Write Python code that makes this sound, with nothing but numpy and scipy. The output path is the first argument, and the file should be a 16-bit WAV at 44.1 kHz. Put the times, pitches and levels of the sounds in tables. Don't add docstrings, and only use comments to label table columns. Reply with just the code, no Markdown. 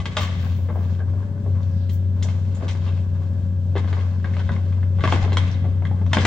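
import sys
import numpy as np
from scipy import signal
from scipy.fft import rfft, irfft, next_fast_len
from scipy.io import wavfile
from scipy.ndimage import map_coordinates

SR = 44100
rng = np.random.default_rng(int(sys.argv[2]) if len(sys.argv) > 2 else 0)


def to_wav(s):
    ch = np.atleast_2d(s).T
    pcm = np.round(np.clip(ch, -1, 1) * 32767)
    wavfile.write(sys.argv[1], SR, pcm.astype(np.int16))


N = 276192


def amp(db):
    return 10 ** (np.asarray(db) / 20)


def unit(x):
    return x / np.sqrt(np.mean(x ** 2) + 1e-20)


def along(points, hz):
    f, v = np.transpose(points)
    return np.interp(np.log(hz + 1), np.log(f + 1), v)


def curves(rows):
    s, *columns = np.transpose(rows)
    return [np.interp(np.arange(N) / SR, s, column) for column in columns]


def wobble(rate):
    return map_coordinates(rng.standard_normal(1024), [np.arange(N) * rate / SR], mode="wrap")


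RISE_SHARE = 0.61


def swells(rows):
    t = np.arange(N) / SR
    levels = [db - 20 * np.maximum(t - s, (s - t) / RISE_SHARE) / fade for s, db, fade in rows]
    return amp(np.max(levels, axis=0))


def filtered(x, response):
    size = next_fast_len(N + 8192)
    return irfft(rfft(x, size) * response(np.fft.rfftfreq(size, 1 / SR)), size)[..., :N]


def causal(gain):
    cepstrum = irfft(np.log(np.maximum(gain, 1e-6)))
    half = len(cepstrum) // 2
    cepstrum[1:half] *= 2
    cepstrum[half + 1:] = 0
    return np.exp(rfft(cepstrum))


# f/Hz, left-right likeness/1
COHERENCE = [(25, 0.68), (70, 0.91), (200, 0.85), (600, 0.75), (2000, 0), (5000, 0.17), (10000, 0)]


def mid_side_gains(hz):
    turn = np.arccos(np.clip(along(COHERENCE, hz), -1, 1)) / 2
    return np.array([np.cos(turn), np.sin(turn)])


def spread(pair, spectrum):
    mid, side = filtered(pair, lambda hz: amp(along(spectrum, hz)) * mid_side_gains(hz))
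    return unit(np.array([mid + side, mid - side]))


def tail(decay, rise, size):
    hz, t, z = signal.stft(rng.standard_normal((2, size)), SR, nperseg=256)
    z = z * mid_side_gains(hz)[:, :, None]
    z = z * amp(-60 * t / along(decay, hz)[:, None]) * (1 - np.exp(-t / rise))
    mid, side = signal.istft(z, SR, nperseg=256)[1][:, :size]
    return np.array([mid + side, mid - side]) / np.linalg.norm([mid, side])


def add(track, s, sound):
    start = max(round(s * SR), 0)
    track[:, start:start + sound.shape[1]] += sound[:, :max(N - start, 0)]


def ticks(rate, spread_db):
    sizes = amp(spread_db * np.minimum(rng.exponential(size=(2, N)), 4))
    happens = rng.random((2, N)) < rate / SR
    return happens * rng.choice([-1, 1], (2, N)) * sizes


LAWN_DELAY_S, LAWN_ECHO = .0019, .35
LAWN_LOW_HZ, LAWN_SOFT_HZ = 850, 4000


def grounded(x):
    def response(hz):
        share = LAWN_ECHO * hz ** 4 / (hz ** 4 + LAWN_LOW_HZ ** 4) / (1 + (hz / LAWN_SOFT_HZ) ** 4)
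        bounce = share * np.exp(-2j * np.pi * hz * LAWN_DELAY_S)
        return (1 + bounce) / np.hypot(1, share)
    return filtered(x, response)


# t/s, f/Hz
FIRING_RATE = [(0, 90), (.09, 94.3), (.17, 93), (.27, 91.2), (.43, 88.9), (.8, 90.3), (1.09, 90.6),
               (1.23, 95.6), (1.42, 95.3), (1.53, 92.6), (1.75, 91.6), (2.35, 92.5), (2.75, 92.5),
               (3.05, 91.4), (4.2, 91.2), (5, 91.9), (6.26, 92.2)]
# t/s, level/dB
EXHAUST_NOTE = [(0, -27), (.14, -27.5), (.19, -23), (1.17, -20), (1.25, -26.5), (1.42, -25.5),
                (1.53, -17.5), (1.62, -20.7), (2.39, -19.5), (2.65, -24), (2.98, -20), (3.38, -22),
                (3.9, -19), (4.3, -22), (4.6, -19.5), (5.42, -17), (5.49, -19.7), (6.26, -19)]
# t/s, level/dB
EXHAUST_RUMBLE = [(0.0, -32), (4.44, -34), (4.53, -21.5), (4.58, -33.5), (4.93, -35.5), (5.02, -26),
                  (6.01, -32), (6.26, -23)]
# multiple of the six-firing cycle rate/1,
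# level/dB (sine amplitude re the mean exhaust note, before fading)
CYCLE_OVERTONES = [(4, -34.5), (5, -30.5), (7, -35), (8, -25), (9, -25.5), (10, -19), (11, -26.5),
                   (12, -16.5), (13, -30), (14, -24), (15, -27.5), (17, -25), (18, -31.5), (22, -38),
                   (26, -31.5), (34, -37), (36, -30), (39, -37.5), (108, -46.5)]
# f/Hz, relative level/dB per Hz
RUMBLE_COLOUR = [(20, -28.5), (36, -21), (52, -7), (72, 4), (110, 3.5), (160, -2.5), (215, -4),
                 (255, -18.5), (310, -22), (450, -46), (900, -75)]
# f/Hz, relative level/dB per Hz
CLATTER_COLOUR = [(250, -5), (340, 2.5), (450, -0.5), (570, 0.5), (760, -5.5), (1100, -12.5), (1380, -12.5),
                  (1650, -14.5), (2300, -21.5), (3300, -19), (4600, -24.5), (7500, -27.5), (10500, -39.5),
                  (15500, -35.5)]
CLATTER_DB = -49
OVERTONE_FADE_DB, OVERTONE_DRIFT_RAD = 2.4, .12
CHUG = .35


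def engine():
    (firing_hz,), (note_db,), (rumble_db,) = curves(FIRING_RATE), curves(EXHAUST_NOTE), curves(EXHAUST_RUMBLE)
    phase = 2 * np.pi * np.cumsum(firing_hz) / SR
    cycle = phase / 6

    note = np.sqrt(2) * amp(note_db - 0.56 + 0.56 * wobble(14)) * np.sin(phase)
    overtones = 0
    for multiple, db in CYCLE_OVERTONES:
        drift = OVERTONE_DRIFT_RAD * np.sqrt(multiple) * wobble(12)
        overtones = overtones + amp(db + OVERTONE_FADE_DB * wobble(6)) * np.sin(round(multiple) * cycle + drift)
    tones = note + amp(note_db.mean()) * overtones

    chug = 1 + CHUG * np.sin(2 * cycle + wobble(4))
    rumble = spread(chug * rng.standard_normal((2, N)), RUMBLE_COLOUR)
    rumble = amp(rumble_db + 0.24 + .5 * wobble(4.3)) * rumble

    beats = 1 + 0.14 * np.sin(phase) + 0.058 * np.sin(2 * cycle)
    clatter = grounded(spread(beats * rng.standard_normal((2, N)), CLATTER_COLOUR))
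    clatter = amp(CLATTER_DB + wobble(9)) * clatter
    return tones * amp([[1.7], [-2]]) + (rumble + clatter) * amp([[1.3], [-1.3]])


TOP_HZ = 15900
# t/s (at the height), level/dB, fade time/s
RUSTLE_BRUSHES = [(.218, -49, 0.061), (.45, -56.5, 0.22), (.58, -62, 0.26), (.78, -64.5, 0.26),
                  (1.67, -73, 0.25), (1.937, -47.5, 0.057), (2.23, -63.5, 0.086)]
# f/Hz, relative level/dB per Hz
RUSTLE_SPECTRUM = [(2000, -39), (6000, -13.5), (10500, -25), (13000, -14.5), (15500, -8)]
RUSTLE_FLUTTER_DB = 1.8


def rustle():
    noise = rng.standard_normal((2, N))
    hiss = filtered(noise, lambda hz: amp(along(RUSTLE_SPECTRUM, hz)) * (hz < TOP_HZ))
    flutter = amp(RUSTLE_FLUTTER_DB * wobble(32))
    return swells(RUSTLE_BRUSHES) * flutter * unit(hiss) * amp([[4], [-11]])


SWISH_S, SWISH_DB, SWISH_FADE_S = 1.82, -57.5, .4
SWISH_HZ, SWISH_OCTAVES_PER_S, SWISH_WIDTH_HZ = 4100, -3, 1400


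def swish():
    octaves = np.clip(SWISH_OCTAVES_PER_S * (np.arange(N) / SR - SWISH_S), -.5, .5)
    centre_hz = SWISH_HZ * 2 ** octaves
    low_noise = filtered(rng.standard_normal((2, N)), lambda hz: np.exp(-(hz / SWISH_WIDTH_HZ) ** 2))
    hiss = unit(low_noise * np.sin(2 * np.pi * np.cumsum(centre_hz) / SR))
    return swells([(SWISH_S, SWISH_DB, SWISH_FADE_S)]) * hiss


# t/s, level/dB (before mode levels and stereo balance), f/Hz struck hardest
TRUNK_JOLTS = [(3.755, -20, 395), (5.039, -21, 333), (5.124, -18, 303), (6.168, -15, 219),
               (6.251, -16, 280)]
# f/Hz, relative level/dB
TRUNK_MODES = [(215, 0.5), (275, -2), (335, -3.5), (395, -1.5), (485, -2.5)]
TRUNK_T60_S, JOLT_DB_PER_OCTAVE = .13, 14
THUMP_S, THUMP_HZ, THUMP_DB = 5.228, 66, -15


def thuds():
    out = np.zeros((2, N))
    t = np.arange(SR // 2) / SR
    envelope = amp(-60 * t / TRUNK_T60_S) * (1 - np.exp(-t / 0.00049)) * amp([[1], [-1]])
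    for s, db, struck_hz in TRUNK_JOLTS:
        modes = 0
        for hz, mode_db in TRUNK_MODES:
            loss_db = JOLT_DB_PER_OCTAVE * abs(np.log2(hz / struck_hz))
            modes = modes + amp(db + mode_db - loss_db) * np.sin(2 * np.pi * hz * t)
        add(out, s, envelope * modes)
    add(out, THUMP_S, envelope * amp(THUMP_DB) * np.sin(2 * np.pi * THUMP_HZ * t))
    return out


# f/Hz, t60/s
THICKET_DECAY = [(200, 0.12), (1500, 0.055), (8000, 0.088)]
SPLINTERS_PER_S, SPLINTER_TOP_HZ = 90, 7500
SPLINTER_HZ, SPLINTER_OCTAVES, SPLINTER_CYCLES = 2640, 0.55, 4.4


def splinters(size=512):
    t, out = np.arange(size) / SR, np.zeros((2, N))
    count = round(SPLINTERS_PER_S * N / SR)
    times = rng.random(count) * N / SR
    traits = np.clip(rng.standard_normal((count, 3)), -2, 2)
    for s, (pitch, big, side) in zip(times, traits):
        hz = min(SPLINTER_HZ * 2 ** (SPLINTER_OCTAVES * pitch), SPLINTER_TOP_HZ)
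        decay = amp(2.6 * big - 60 * t * hz / SPLINTER_CYCLES)
        snap = np.sin(2 * np.pi * hz * t) * decay * (1 - np.exp(-t * hz))
        add(out, s, snap * amp([[2 * side], [-2 * side]]))
    scattered = signal.fftconvolve(out, tail(THICKET_DECAY, rise=0.0058, size=4096), axes=1)[:, :N]
    return unit(filtered(out + scattered, lambda hz: 1 / (1 + (hz / SPLINTER_TOP_HZ) ** 10)))


# t/s (at the height), crunch level/dB,
# twig crackle level/dB (both before clumping, ground bounce and stereo balance), fade time/s
LIMB_DRAGS = [(.2, -44.5, -41, 0.29), (0.459, -44.5, -48.5, 0.28), (.78, -39.5, -68, 0.19),
              (.9, -47.5, -55, 0.41), (1.18, -47.5, -72.5, 0.61), (1.6, -48.5, -61.5, 0.31),
              (2.281, -47, -56.5, 0.39), (2.651, -42, -49, 0.39), (2.88, -45, -53.5, 0.33),
              (3.2, -52.5, -63, 0.75), (3.959, -41.5, -50, 0.38), (4.38, -50.5, -52.5, 0.73),
              (4.8, -52.5, -63.5, 0.41), (5.131, -41.5, -37, 0.23), (5.48, -52.5, -46.5, 0.085),
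              (5.85, -51.5, -78, 1), (6.21, -33, -35.5, 0.17)]
# f/Hz, relative level/dB per Hz
CRUNCH_SPECTRUM = [(180, -14.5), (380, 5.5), (750, 2.5), (1150, 3.5), (1380, -3.5), (1650, -1), (2200, -13),
                   (3500, -30.5), (7000, -53.5)]
# f/Hz, relative level/dB per Hz
TWIG_SPECTRUM = [(700, -30.5), (1500, 0), (2000, -2.5), (2400, 1.5), (3300, -2), (4700, -5.5),
                 (7200, -11.5), (9000, -28), (10500, -54.5)]
CLUMP_DB = 2.4
SPLINTER_DB = -2.5
SQUEAK_S, SQUEAK_HZ, SQUEAK_DB, SQUEAK_FADE_S = 1.007, 1595, -43.5, .05


def twigs():
    s, crunch_db, twig_db, fade = np.transpose(LIMB_DRAGS)

    crunch = spread(ticks(rate=600, spread_db=2.0), CRUNCH_SPECTRUM)
    crunch = swells(zip(s, crunch_db, fade)) * amp(CLUMP_DB * wobble(50)) * crunch

    fine = spread(ticks(rate=2200, spread_db=3.0), TWIG_SPECTRUM)
    crackle = fine + amp(SPLINTER_DB) * splinters()
    crackle = swells(zip(s, twig_db, fade)) * amp(CLUMP_DB * wobble(40)) * crackle

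    squeak = np.sin(2 * np.pi * SQUEAK_HZ * np.arange(N) / SR + 2 * wobble(250))
    squeak = swells([(SQUEAK_S, SQUEAK_DB, SQUEAK_FADE_S)]) * squeak
    return (crunch + crackle + squeak) * amp([[1.1], [-1.1]])


BUILD_SHARE = .18


def fibres(tearing, grain_db, rate, size):
    t = np.arange(size) / SR
    tearing = max(tearing, .003)
    happens = rng.random(size) < rate / SR
    clicks = happens * rng.choice([-1, 1], size) * amp(grain_db * rng.standard_normal(size))
    clicks[0] = 1
    build_up = 1 - 0.58 * np.exp(-t / (BUILD_SHARE * tearing))
    return clicks * amp(-20 * t / tearing) * build_up


SHARDS_PER_S, SHARD_DB, SHARD_SCATTER_DB = 110, -18, 3
SHARD_WAIT_S, SHARD_FADE_S = .015, .15


def shards(force):
    size = len(force)
    t = np.arange(size) / SR
    snaps = (rng.random(size) < SHARDS_PER_S / SR) * rng.choice([-1, 1], size) * (t > SHARD_WAIT_S)
    scatter_db = SHARD_SCATTER_DB * np.clip(rng.standard_normal(size), -2, 2)
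    level_db = SHARD_DB + scatter_db - 20 * t / SHARD_FADE_S
    return snaps * amp(level_db) * np.linalg.norm(force[t < SHARD_WAIT_S])


# f/Hz, relative level/dB per Hz
WOOD_COLOUR = [(100, -30.5), (220, 6.5), (400, 0), (750, -0.5), (1100, -2.5), (1400, -3.5), (2100, 1),
               (2500, -5), (3400, -2.5), (4600, -14.5), (7000, -22.5), (8800, -33.5), (10500, -63),
               (15000, -72)]
# f/Hz, half width/Hz, weight of the ring/1
LIMB_RESONANCES = [(600, 230, 2.0), (1135, 100, 1.7), (3100, 350, .35)]
# lower f/Hz, upper f/Hz
CRACK_BANDS = [(300, 700), (700, 1800), (1800, 4200), (4200, 9000)]
CRACK_BALANCE = [-9, 2, -0.5, -10]
PIVOT_HZ = 1850
KNOCK_OCTAVES, KNOCK_DRAW = .21, 0.23


def wood(force, db, brightness, ring_db, knock_hz, knock_db):
    hz = np.fft.rfftfreq(force.shape[1], 1 / SR)
    resonances = sum(weight / (1 + ((hz - centre) / width) ** 2) for centre, width, weight in LIMB_RESONANCES)
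    colour_db = along(WOOD_COLOUR, hz) + max(ring_db, 0) * resonances
    ring = rfft(force) * causal(amp(colour_db))

    mono = ring.mean(axis=0)
    onset = [np.std(irfft(mono * (hz > low) * (hz < high))[:SR // 100]) for low, high in CRACK_BANDS]
    centres = np.sqrt(np.prod(CRACK_BANDS, axis=1))
    tilt_db = brightness * np.log2(centres / PIVOT_HZ)
    lift_db = db + np.asarray(CRACK_BALANCE) + tilt_db - 20 * np.log10(onset)
    lift = along(np.column_stack([centres, lift_db]), hz)

    knock = 1 / (1 + (np.log2((hz + 1) / knock_hz) / KNOCK_OCTAVES) ** 2) - KNOCK_DRAW
    return irfft(ring * causal(amp(lift + knock_db * knock)))


# t/s, strength level/dB, brightness/dB per octave,
# tearing time/s, knock f/Hz, knock level/dB (levels before echoes, ground bounce and stereo balance)
BREAKS = [(.001, -39.5, -0.5, 0.012, 1680, 1), (0.056, -33, 1, 0.0087, 2120, 3.5),
          (.168, -24.5, 0.75, 0.0084, 603, 4), (0.172, -30, -0.5, 0.014, 1145, 6.5),
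          (.183, -36, 4, 0.01, 1670, 10), (.209, -37, 2, 0.013, 1150, 5.5),
          (.219, -41.5, 5, .008, 3000, -5), (.231, -38.5, 6, .014, 1700, 7),
          (0.248, -42.5, 2, 0.012, 1150, -1), (.686, -49.5, -11, 0.044, 735, -3.5),
          (.755, -52, -12.5, 0.022, 800, 6), (1.002, -53.5, -11, 0.014, 1600, 7.5),
          (1.459, -58.5, -14.5, 0.016, 697, 6.5), (1.55, -61.5, -11, 0.053, 1150, 7.5),
          (1.63, -63, 8.5, 0.0096, 4300, 8.5), (1.894, -52.5, 7.5, 0.013, 3180, 3.5),
          (2.2255, -44, 6, 0.0093, 3500, 3), (2.229, -52, 14, 0.011, 6860, 4.5),
          (2.247, -53, -6, 0.0052, 630, 17), (2.286, -46, 0.5, 0.017, 1600, 1),
          (2.319, -60, -1, 0.0061, 800, 5.5), (2.548, -62, 9.5, 0.024, 7400, 18),
          (2.599, -60.5, -12.5, 0.025, 624, 6), (2.624, -48.5, -8.5, 0.016, 600, 9.5),
          (2.681, -43, 5.5, .03, 3420, 1), (2.697, -46.5, 0, 0.015, 1070, 2),
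          (2.711, -48.5, 6.5, 0.0091, 3400, -4.5), (2.861, -49, -2.5, 0.02, 1100, 5),
          (2.875, -50.5, 1, 0.029, 2890, 8), (3.754, -42, -6.5, 0.014, 483, 7),
          (3.761, -37, -3.5, .02, 1540, 3.5), (3.779, -46.5, 5, 0.0096, 2080, 7),
          (3.796, -48.5, 2.5, 0.0091, 1600, 8), (3.844, -49, -7, .004, 1610, 1),
          (3.875, -47, -1.5, .012, 1110, 5), (3.9284, -39.5, -3, 0.012, 1560, 2),
          (3.989, -48, -3, .03, 1600, 5), (4.244, -41, -4, 0.009, 1620, 11),
          (4.258, -47, -3, 0.0081, 1540, 2), (4.334, -51, -1.5, .012, 1910, 13),
          (4.3677, -41.5, -3.5, 0.004, 1490, 0), (4.393, -42, -0.5, 0.021, 1450, 6),
          (4.491, -39, -5.5, 0.014, 1530, 13), (4.517, -46, 2.5, 0.016, 1050, 9.5),
          (4.562, -45.5, -3.5, 0.0074, 2090, 0), (4.724, -51.5, -3, 0.015, 2100, 5.5),
          (4.829, -50, -5, .012, 1680, 9.5), (4.986, -49.5, -7.5, .006, 1100, -2.5),
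          (4.9942, -47, -6, 0.0057, 1120, 2), (5.006, -41.5, 0, 0.012, 1590, 12.5),
          (5.037, -28, -2.5, 0.015, 1125, 4), (5.051, -32.5, -1, 0.0096, 1660, 16),
          (5.0754, -30, -2, 0.0065, 1146, 6.5), (5.086, -44.5, 3, 0.0056, 1160, 7),
          (5.116, -40, -0.5, 0.016, 1000, 11), (5.123, -25, -3, 0.0075, 850, 5.5),
          (5.158, -42, -1, 0.0058, 1500, 0), (5.209, -54, -1.5, 0.011, 950, 7),
          (5.225, -44.5, -5.5, 0.012, 750, 11.5), (5.242, -43, -8.5, 0.011, 770, 9.5),
          (5.278, -44.5, -7.5, 0.007, 777, 5), (5.3201, -36.5, -4, 0.0091, 404, 9.5),
          (5.33, -40, 3.5, 0.0086, 1100, 4), (5.3699, -26, 0, 0.0057, 2050, 2.5),
          (5.386, -45.5, -5, 0.0035, 3300, 14), (5.466, -62.5, -3, 0.0067, 2220, 0.5),
          (5.514, -52.5, 5.5, 0.0029, 5570, 13.5), (5.543, -58.5, 2.5, .005, 3870, 22),
          (5.642, -50, -10.5, 0.018, 373, 0.5), (5.821, -50, -10, 0.0099, 1060, 4),
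          (5.852, -41.5, -2.5, .0067, 1830, 10.5), (5.868, -58, 2, .006, 3320, 13),
          (5.912, -49.5, -10, 0.0081, 830, 7), (6.0135, -53.5, -11, 0.013, 794, 4),
          (6.064, -45, -6, 0.007, 6200, 17.5), (6.114, -53, -3, 0.01, 1100, 11),
          (6.132, -23.5, 0.5, 0.0042, 910, 6), (6.1345, -27.5, 2.5, 0.0031, 1700, 9),
          (6.147, -37, 2.5, 0.008, 2080, -3), (6.1701, -26.5, -5, 0.0037, 2070, 5),
          (6.185, -35.5, -1, 0.0083, 3480, 15.5), (6.206, -41, 4, 0.022, 5960, 10.5),
          (6.251, -20, 1.5, 0.011, 1010, 8.5)]
# f/Hz, t60/s
HOUSE_DECAY = [(150, 2.5), (1000, 0.89), (3000, 1.14), (8000, 0.79)]
DRY_LIMB_UNTIL_S, DRY_RING_DB, RING_DB = .5, 7, 1.5
THICKET_DB, ECHO_DB = 0, -8


def cracks(size=8192):
    out = np.zeros((2, N))
    click = np.eye(1, size)
    for s, db, brightness, tearing, knock_hz, knock_db in BREAKS:
        ring_db = DRY_RING_DB if s < DRY_LIMB_UNTIL_S else RING_DB
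        tear = fibres(tearing, grain_db=2.5, rate=4000, size=size)
        force = (tear + shards(tear))[None]
        path = click + amp(THICKET_DB) * tail(THICKET_DECAY, rise=0.012, size=size)
        arriving = signal.fftconvolve(force, path, axes=1)[:, :size]
        add(out, s, wood(arriving, db, brightness, ring_db, knock_hz, knock_db))

        blow = wood(click, db, brightness, ring_db / 2, knock_hz, knock_db / 2)
        houses = tail(HOUSE_DECAY, rise=0.014, size=40960)
        add(out, s, amp(ECHO_DB) * signal.fftconvolve(blow, houses, axes=1))
    return out * amp([[.9], [-.9]])


def scene():
    tree = grounded(cracks() + twigs())
    tree = filtered(tree, lambda hz: np.exp(1j * np.pi * hz * .00003 * np.array([[1], [-1]])))
    return engine() + rustle() + swish() + thuds() + tree


def record(dry):
    return filtered(dry, lambda hz: hz < TOP_HZ)


dry = scene()
out = record(dry)
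to_wav(out)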